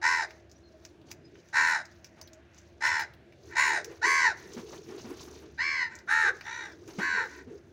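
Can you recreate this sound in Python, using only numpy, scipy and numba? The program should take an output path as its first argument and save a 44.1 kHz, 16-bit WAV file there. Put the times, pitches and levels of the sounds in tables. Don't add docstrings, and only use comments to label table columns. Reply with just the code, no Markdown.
import sys
import numpy as np
from scipy import signal
from scipy.fft import rfft, irfft, next_fast_len
from scipy.io import wavfile
from scipy.ndimage import uniform_filter1d
from numba import njit

SR = 44100
rng = np.random.default_rng(int(sys.argv[2]) if len(sys.argv) > 2 else 0)


def decibels_to_gain(level_db):
    exponent = np.asarray(level_db, float) / 20
    return 10 ** exponent


def int16_out(signal):
    q = np.round(np.clip(np.atleast_2d(signal).T, -1, 1) * 32767)
    wavfile.write(sys.argv[1], SR, q.astype(np.int16))


N = 340452
T = np.arange(N) / SR

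# (centre [Hz], width [Hz], level [dB])
BEAK = [(4078.8, 520.1, 2), (5405.1, 1172.1, -5.5), (7002.4, 1348.3, -5.5)]


def level(x, db):
    return x * decibels_to_gain(db) / np.sqrt(np.mean(x ** 2) + 1e-30)


def band(x, hz, width):
    b, a = signal.iirpeak(hz, hz / width, fs=SR)
    return signal.lfilter(b, a, signal.lfilter(b, a, x))


def walk(rate, n=N):
    hold = max(int(SR / rate), 9)
    steps = rng.standard_normal(n // 8)[np.arange(n) // hold]
    return 1.6677 * uniform_filter1d(uniform_filter1d(steps, hold), hold)


def coloured(spectrum, swell_db, flicker_db, rate):
    hz, db = np.transpose(spectrum)
    size = next_fast_len(N)
    f = np.fft.rfftfreq(size, 1 / SR) + 1
    shaped = rfft(rng.standard_normal(size)) * decibels_to_gain(np.interp(np.log(f), np.log(hz), db))
    place = np.log2(f / 20) * 3 / 2
    swell = walk(rate / 8)
    out = np.zeros(N)
    for k in range(16):
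        share = np.sqrt(np.clip(1 - abs(place - k), 0, 1))
        noise = irfft(shaped * share, size)[:N]
        out += noise * decibels_to_gain(swell_db * swell + flicker_db * walk(rate))
    return out


def narrow(hz, width_hz):
    k = int(SR / width_hz)
    a, b = uniform_filter1d(uniform_filter1d(rng.standard_normal((2, N)), k), k)
    phase = 2 * np.pi * np.cumsum(hz + 0 * T) / SR
    return level(a * np.cos(phase) + b * np.sin(phase), 0)


def swells(rows):
    s, db, rise, fall = np.array(rows).T[:4, :, None]
    away = np.where(T < s, (s - T) / rise, (T - s) / fall)
    return decibels_to_gain(db - 20 * away ** 1.3472)


def add(out, s, x):
    i = int(s * SR)
    out[i:i + len(x)] += x[:N - i]


def town():
    # (frequency [Hz], level per Hz [dB])
    rumble_spectrum = [(15, -48), (25, -37.5), (76, 6), (238, -4), (347, -8.5), (481, -10.5), (598, -7.5),
                       (1030, -21), (1630, -15), (5840, -35), (8530, -45), (15100, -53.5), (16400, -62)]
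    # (centre [Hz], width [Hz], level [dB])
    hum_tones = [(73.718, 6, -68), (340.86, 31.87, -63)]
    # (peak time [s], peak level [dB], rise [s], fall [s])
    hoot_times = [
        (.28, -57, 0.0513, 0.2474),
        (.738, -57, 0.1017, 0.179),
        (1.176, -66.5, 0.0416, 0.173),
        (1.85, -61.5, 0.0489, 0.0438),
        (2.378, -59.5, 0.5184, 0.05073),
    ]
    rumble = level(coloured(rumble_spectrum, swell_db=.8, flicker_db=2, rate=8), -58)
    hum = sum(level(narrow(hz, width), db) for hz, width, db in hum_tones)
    hoot = narrow(637, width_hz=34.09) * swells(hoot_times).max(axis=0)
    return rumble + hum + hoot


def cheeps():
    # (start [s], length [s], from pitch [Hz], to pitch [Hz], level [dB])
    whistles = [
        (.625, .075, 4250, 4150, -66),
        (1.235, .04, 5050, 5000, -65),
        (2.215, .03, 6800, 5600, -61),
        (2.245, .035, 6600, 5200, -62),
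        (.53, .06, 5500, 6100, -70),
        (1.355, .05, 3050, 3050, -68),
    ]
    out = np.zeros(N)
    for s, length, from_hz, to_hz, db in whistles:
        u = T[:int(length * SR)] / length
        phase = 2 * np.pi * np.cumsum(from_hz + (to_hz - from_hz) * u) / SR
        strength = decibels_to_gain(db + 4.26 * walk(185.35, len(u))) * np.sin(np.pi * u)
        add(out, s, strength * np.sin(phase))
    return out


def gusts():
    # (peak time [s], peak level [dB], rise [s], fall [s], pitch [Hz])
    puffs = [(0.062, -55, .04, .6, 390), (1.4, -57, 1.5, 0.05407, 345.7), (1.61, -53.5, .05, .12, 352),
             (2.99, -61.5, .4, 0.44894, 388.4), (3.501, -52.5, .15, 0.13964, 360.3),
             (3.7, -46.5, .09, 0.29879, 388.9), (3.91, -43.5, .14, 0.05986, 411),
             (4.07, -41, .08, 0.1131, 404), (4.3, -49.5, .18, 0.06178, 411), (4.58, -46.5, .3, 0.67, 390),
             (4.97, -42, .17, 0.04695, 387), (5.121, -37.5, .07, 0.045337, 347),
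             (5.48, -49.5, 1.1, 0.07178, 371.3), (5.75, -60.5, .2, 2.5284, 355.9),
             (6.318, -42.5, .15, .08, 434.2), (6.9, -50.5, .6, 0.11416, 370),
             (6.99, -43.5, .08, 0.20459, 333.3), (7.2, -45, .09, 0.14, 453.9),
             (7.449, -52, .6, 0.2398, 360), (7.549, -43.5, .14, 0.062853, 416), (7.72, -55.5, .2, .2, 359)]
    gains = swells(puffs)
    hz = np.array(puffs)[gains.argmax(axis=0), -1]
    return narrow(hz, width_hz=196.64) * gains.max(axis=0)


def feathers():
    # (peak time [s], peak level [dB], rise [s], fall [s])
    shuffles = [(.29, -63.5, 0.0467, 0.2302), (.88, -70.5, 0.8656, 0.1358), (1.11, -59.5, 0.0509, 0.01581),
                (1.5, -66.5, 0.3308, 0.1004), (1.84, -71.5, 0.0978, 1.065), (2.186, -72, .6, 0.1776),
                (2.582, -69.5, 0.2095, 0.527), (3.5, -64, 0.1515, 0.221), (3.84, -61.5, 0.0403, 0.958),
                (4.464, -52, 0.16009, 0.8753), (5.18, -53.5, 0.7485, .45), (6.33, -62.5, 0.484, 1.2255),
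                (6.92, -56.5, .23, 0.8666), (7.3, -55, 0.4016, 0.2952)]
    # (peak time [s], peak level [dB], rise [s], fall [s])
    swishes = [(3.93, -74.5, 0.02255, 0.030502), (3.97, -77.5, 0.01334, 0.0302),
               (4.38, -70.5, 0.02026, 0.029), (4.45, -69.5, 0.02725, 0.0496), (4.6, -67.5, 0.0401, 0.0298),
               (4.69, -66, 0.0229, 0.03023), (4.9, -71, 0.0301, 0.0877), (5.1, -62.5, 0.0373, 0.07634),
               (5.25, -61.5, 0.0547, 0.06026), (5.42, -74.5, .04, 0.035), (6.89, -66.5, 0.02314, 0.0595),
               (7.02, -63, 0.026, 0.057), (7.18, -72, 0.02923, 0.04173), (7.33, -75, 0.030846, 0.02276)]
    # (frequency [Hz], level per Hz [dB])
    feather_spectrum = [(710, -0.5), (1200, -3), (1510, -8.5), (2980, -7), (6300, -1), (8000, -19.5),
                        (13200, -24), (16000, -24)]
    rustle = level(coloured(feather_spectrum, swell_db=2.5, flicker_db=3.5, rate=180), 1.0753)
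    air = level(band(rng.standard_normal(N) * decibels_to_gain(3 * walk(300)), 10500, 9000), 0)
    return rustle * swells(shuffles).max(axis=0) + air * swells(swishes).max(axis=0)


def wingbeats():
    # (start [s], peak level [dB], thump pitch [Hz], scuff [dB], length [s])
    flaps = [(2.165, -65.5, 228.7, 11, 0.02265), (3.892, -61, 149.9, 12.5, 0.01903),
             (4.448, -62.5, 208.9, 1, 0.02695), (4.564, -37.5, 232, -5, 0.016255),
             (4.588, -42.5, 202.6, -24, 0.00959), (4.724, -56.5, 288.6, 13, 0.00995),
             (4.882, -50.5, 229.4, 3, 0.02935), (4.946, -60.5, 262.8, -2, 0.02),
             (5.041, -43.5, 228.8, -3, 0.02298), (5.091, -51.5, 238.2, 5, 0.02281),
             (5.203, -48.5, 147, -9.5, 0.00847), (5.275, -48, 296.5, -2.5, 0.00786),
             (5.415, -51, 298.7, -1.5, 0.016085), (6.876, -49.5, 321.6, 1.5, 0.01895),
             (6.984, -31.5, 198.5, 0, 0.01039), (7.128, -51, 207.4, 3, 0.02932),
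             (7.469, -45.5, 247.8, -11.5, 0.02071)]
    out, t = np.zeros(N), T[:5000]
    for s, db, hz, scuff_db, length in flaps:
        puff = t / length * np.exp(1 - t / length) * decibels_to_gain(db)
        thump = 2.7585 * np.exp(-t / length) * np.sin(2 * np.pi * hz * t)
        scuff = level(band(rng.standard_normal(len(t)), 500, 1700), 0)
        add(out, s, puff * (thump + decibels_to_gain(scuff_db - 4) * scuff))
    return out


def bowl_knock(tick):
    # (centre before scaling [Hz], width [Hz], level [dB])
    bowl = [(1466, 1571, 4.5), (2507.1, 1313.4, 10.5), (4024.8, 540, 1.5)]
    size = 0.92966
    return sum((-1) ** k * decibels_to_gain(db) * band(tick, hz * size, width) for k, (hz, width, db) in enumerate(bowl))


def pecks():
    # (time [s], peak level [dB], ring [Hz], low knock [dB], 60 dB decay [s])
    beak_ticks = [(0.3074, -41.5, 4880, 3.5, 0.0645), (0.4565, -71, 4550, -17, 0.0459),
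                  (0.4969, -51, 5327, -10, 0.04925), (0.515, -41.5, 5949, -41.5, 0.03396),
                  (.851, -32.5, 5917, -7.5, 0.03177), (1.0154, -50.5, 3106, -24, 0.0604),
                  (1.3551, -53, 3036, 10, 0.03975), (1.4871, -48, 6437, -3.5, 0.0528),
                  (1.8536, -40.5, 6304, -19, 0.04917), (1.9142, -48, 5191, -21, 0.0792),
                  (2.0448, -36.5, 5627, -8.5, 0.1226), (2.3328, -40, 6514, -12, 0.0355),
                  (2.5457, -48.5, 6286, -6, 0.0405), (2.579, -46, 6365, -10.5, 0.1784),
                  (2.8714, -26.5, 5588, 8, 0.03584), (4.5354, -34.5, 6230, -25.5, 0.03005),
                  (5.9534, -34.5, 6805, -38, 0.03734), (5.9885, -39.5, 5490, -9.5, 0.0354),
                  (6.4103, -35.5, 3973, 6, 0.0375), (6.7213, -45, 5100, -12, 0.03285)]
    # (time [s], peak level [dB], ring [Hz], low knock [dB], 60 dB decay [s])
    snaps = [
        (1.115, -28, 6024, -6, 0.01653),
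        (2.2137, -35.5, 5760, -10, 0.03512),
        (2.2752, -42.5, 4036, -24, 0.03418),
        (2.9963, -30, 5082, -0.5, 0.0886),
        (3.137, -46.5, 3134, -18.5, 0.0372),
        (3.3241, -58, 5489, 10, 0.06225),
        (3.8454, -27.5, 6198, -7.5, 0.014),
        (6.0668, -56, 3760, -17.5, .014),
        (6.8773, -43, 6315, -6, 0.0634),
    ]
    hits = sorted([(*r, -15) for r in beak_ticks] + [(*r, -7) for r in snaps])
    out, t = np.zeros(N), T[:6000]
    dull = signal.butter(8, 7200, fs=SR, output="sos")
    for s, db, hz, knock_db, decay_s, crack_db in hits:
        bounce_db = 4 * walk(400, len(t))
        skitter = rng.standard_normal(len(t)) * decibels_to_gain(bounce_db - 60 * t / decay_s)
        tick = (t < 1 / SR) + .05 * skitter
        ring = signal.sosfilt(dull, band(tick, hz, 2800))
        crack = band(tick, 13500, 9000)
        for x, part_db in (ring, 0), (bowl_knock(tick), knock_db), (crack, crack_db):
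            add(out, s, decibels_to_gain(db + part_db) * x / abs(x).max())
    return out


@njit
def glide(x, hz, width):
    y, b, low = np.empty(len(x)), 0., 0.
    for i in range(len(x)):
        g, k = np.tan(np.pi * hz[i] / SR), width / hz[i]
        v = (b + g * (x[i] - low)) / (1 + g * (g + k))
        b, low, y[i] = 2 * v - b, low + 2 * g * v, k * v
    return y


def gaping(x, table, size, gape, sag):
    slide = size * (1 - sag * np.clip((1 - gape) / 0.4618, 0, 1.5))
    out = np.zeros(len(x))
    for k, (hz, width, db) in enumerate(table):
        once = glide(x, hz * slide, 1. * width)
        out += (-1) ** k * decibels_to_gain(db) * glide(once, hz * slide, 1. * width)
    return out


def effort(t, length, top_hz, db, fade_db, top_s, drop, late, release, scoop):
    up = np.clip(1 - t / top_s, 0, 1)
    down = np.clip((t - top_s) / (length - top_s), 0, 1)
    hz = top_hz * (1 - scoop * up ** 2.6 - drop * down ** late)
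    swell = -17 * np.clip(1 - t / 0.040366, 0, 1)
    dying = -18.5 * np.clip(1 - (length - t) / release, 0, 1)
    return hz, db + swell + fade_db * t / length + dying


def caw(call, arch, voice, beak, rough, flutter_hz, swing, depth, size, edge_db):
    # (centre [Hz], width [Hz], level [dB])
    throat_modes = [(672.8, 923.6, -16), (1760.8, 688.21, -0.5), (2000.4, 534.28, 3),
                    (2625.1, 1010.9, -20.5)]
    # (centre [Hz], width [Hz], level [dB])
    edge_modes = [(8901.3, 1015.7, 9), (11044, 2100, -9.5), (14800, 2000, -4.5)]
    second_db, rasp_db, odd_db, scoop = voice
    t = T[:int(call[0] * SR)]
    n = len(t)
    hz, db = effort(t, *call, *arch, scoop)
    gape = hz / hz.max()
    second_db = second_db + 7 * 2 * (1 - gape)

    flutter = 2 * np.pi * np.cumsum(flutter_hz * (1 + .1 * rough * walk(60, n))) / SR
    wobble = swing * np.sin(flutter) + .05 * rough * walk(250, n)
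    phase = 2 * np.pi * np.cumsum(hz * (1 + wobble)) / SR
    throb = depth * np.sin(flutter - 1.2)
    push = (1 + 0.59 * throb) * decibels_to_gain(rough * walk(150, n))

    k = np.arange(3, 36)[:, None]
    strength = np.where((k % 2 == 1) & (k < 8), decibels_to_gain(odd_db), 1)
    buzz = np.sum(np.cos(k * phase) * strength, axis=0)
    hiss = rng.standard_normal(n) * (1 + np.cos(phase))
    second = level((1 + throb) * decibels_to_gain(1.8 * rough * walk(120, n)) * np.cos(2 * phase), 0)
    throat = level(gaping(push * (buzz + 4.3 * rough * hiss), throat_modes, size, gape, sag=0.15385), 0)

    breathy = push * (buzz + (.4 + 2.5 * rough) * hiss)
    own_beak = [(f, width + 350, d) for f, width, d in beak]
    common = gaping(breathy, BEAK, 1.0096, gape, sag=0.066)
    own = gaping(breathy, own_beak, 1.0279, gape, sag=0.13015)
    rasp = level(common + own, 0)
    crackle = decibels_to_gain(2.1 * walk(40, n))
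    edge = level(gaping(breathy, edge_modes, 1.0219, gape, sag=0.1) * crackle, edge_db)
    onset = np.minimum(np.minimum(t / 0.013494, (t[-1] - t) / 0.01412), 1)
    return onset * decibels_to_gain(db) * (throat + decibels_to_gain(second_db) * second + decibels_to_gain(rasp_db) * rasp + edge)


def far_crows():
    # (start [s], length [s], top pitch [Hz], level [dB], fade over the call [dB])
    far_caws = [
        (3.47, 0.09025, 485.7, -68.5, 34),
        (4.35, 0.1897, 479.5, -62, -1),
        (5.88, 0.17515, 483, -44.5, -23.5),
        (7.26, 0.18703, 495.6, -52, -5),
    ]
    # (flutter rate [Hz], pitch swing [share], flutter depth [0-1], throat size [factor], sharp top [dB])
    far_bird = (78, .06, .4, .98, -42)
    # (top pitch after [s], pitch lost by the end [share], lateness of the fall [power], release [s])
    far_arch = (.04, .03, 2.2, 0.03471)
    # (second harmonic [dB], rasp [dB], odd harmonics [dB], pitch starts low by [share])
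    far_voice = (-11.5, -14.5, 5, 0.7792)
    out = np.zeros(N)
    for s, *call in far_caws:
        add(out, s, caw(call, far_arch, far_voice, BEAK, .7, *far_bird))
    return out


def near_crows():
    # (start [s], length [s], top pitch [Hz], level [dB], fade over the call [dB])
    caws = [
        (.012, 0.25655, 498.2, -25, -11),
        (1.525, 0.30545, 493.4, -24, -8),
        (2.803, 0.25975, 483.4, -26, -10.5),
        (3.548, 0.28184, 520, -21.5, -15),
        (4.012, 0.32357, 546.3, -23.5, -3),
        (5.574, 0.31893, 558.5, -27.5, -4.5),
        (6.071, 0.24633, 441.5, -25, -1.5),
        (6.433, 0.31858, 464.8, -40, -5.5),
        (6.986, 0.29698, 544.8, -31, -1),
    ]
    # (flutter rate [Hz], pitch swing [share], flutter depth [0-1], throat size [factor], sharp top [dB])
    birds = [(83.249, 0.07138, 1, 0.9864, -31.5), (76.16, 0.10345, 0.86, 0.95584, -29.5),
             (75.481, 0.08771, 0.92, 0.98515, -31), (75.631, 0.08166, 1, 1.0419, -26),
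             (80.377, 0.062756, 0.51, 0.9755, -33), (80.814, 0.05716, 0.52, 1.0216, -59),
             (79.83, 0.06533, 0.24, 0.88213, -35), (63.733, 0.063, 0.8, 0.97348, -32),
             (84.127, 0.08218, 0.14, 0.93944, -46.5)]
    # (top pitch after [s], pitch lost by the end [share], lateness of the fall [power], release [s])
    arches = [(.1, .42, 2.4, 0.037), (.07, .36, 2.4, 0.08051), (.07, .27, 2.1, 0.04319),
              (.075, 0.49, 1.5, 0.05509), (.08, .46, 3.6, 0.06849), (.1, 0.21, 1.8, 0.06262),
              (0.083, .19, 3, 0.030994), (0.15, 0.42, 1.6, 0.1029), (.08, .32, 2.1, 0.07717)]
    # (second harmonic [dB], rasp [dB], odd harmonics [dB], pitch starts low by [share])
    voices = [(-7.5, -10.5, 1, .25), (-10.5, -12.5, 1, .28), (-9.5, -11.5, 1, .25), (-9.5, -11.5, 1, .3),
              (-9.5, -13, -8, .42), (-17, -14.5, -8.5, 0.33), (-15, -18.5, -1, .25), (-10, -9.5, 4, .22),
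              (-12.5, -16, 1, .25)]
    # (centre [Hz], width [Hz], level [dB])
    beaks = [
        [(4477.7, 38.4, -4.5), (5256.6, 53, 0), (6353, 51.4, -0.5)],
        [(4104, 53, -9.5), (5438.4, 233.4, -10), (6539.6, 72, -9)],
        [(3632, 163.3, -7), (5274, 113.2, 0), (6444.7, 31, -3.5)],
        [(3967, 39, -27), (5201, 45, -17.5), (6745.2, 103.4, -3)],
        [(4371.9, 37, 1.5), (5854.6, 60, -12), (6188.4, 78.4, 0)],
        [(4201.5, 49, 13.5), (5086.2, 55, 9), (6304.1, 64, 2.5)],
        [(3832.5, 82, 4.5), (5439.6, 43, -13), (6450.4, 270, -0.5)],
        [(3760, 39, 10.5), (5755.7, 110, 8.5), (6056, 80, -21.5)],
        [(4020, 38, -2), (4427.2, 59, 0.5), (6027, 61, -1)],
    ]
    roughness = [.24, .3, .28, .26, .12, .1, .07, .6, .18]
    out = np.zeros(N)
    for (s, *call), arch, voice, beak, rough, bird in zip(caws, arches, voices, beaks, roughness, birds):
        add(out, s, caw(call, arch, voice, beak, rough, *bird))
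    return out


def roof(x):
    t = T[:SR]
    near = rng.standard_normal(SR) ** 3 * (t > .002) * decibels_to_gain(-60 * t / 0.06855)
    far = band_once(rng.standard_normal(SR), 1200, 4500) * (t > .03) * decibels_to_gain(-60 * t / 0.406)
    echoes = level(near, -1) + level(far, -23)
    return x + signal.fftconvolve(x, echoes / np.sqrt(SR))[:N]


def band_once(x, hz, width):
    return signal.lfilter(*signal.iirpeak(hz, hz / width, fs=SR), x)


def scene():
    echoing = roof(near_crows() + far_crows() + pecks() + cheeps())
    return (echoing + wingbeats() + gusts() + feathers() + town())[None]


def low_pass(x):
    return signal.sosfilt(signal.butter(12, 16510, fs=SR, output="sos"), x)


def record(dry):
    port = dry + 1.4 * band(dry, 15200, 1300)
    cut = signal.ellip(8, .3, 70, 16250, fs=SR, output="sos")
    return low_pass(signal.sosfilt(cut, port))


dry = scene()
out = record(dry)
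int16_out(out)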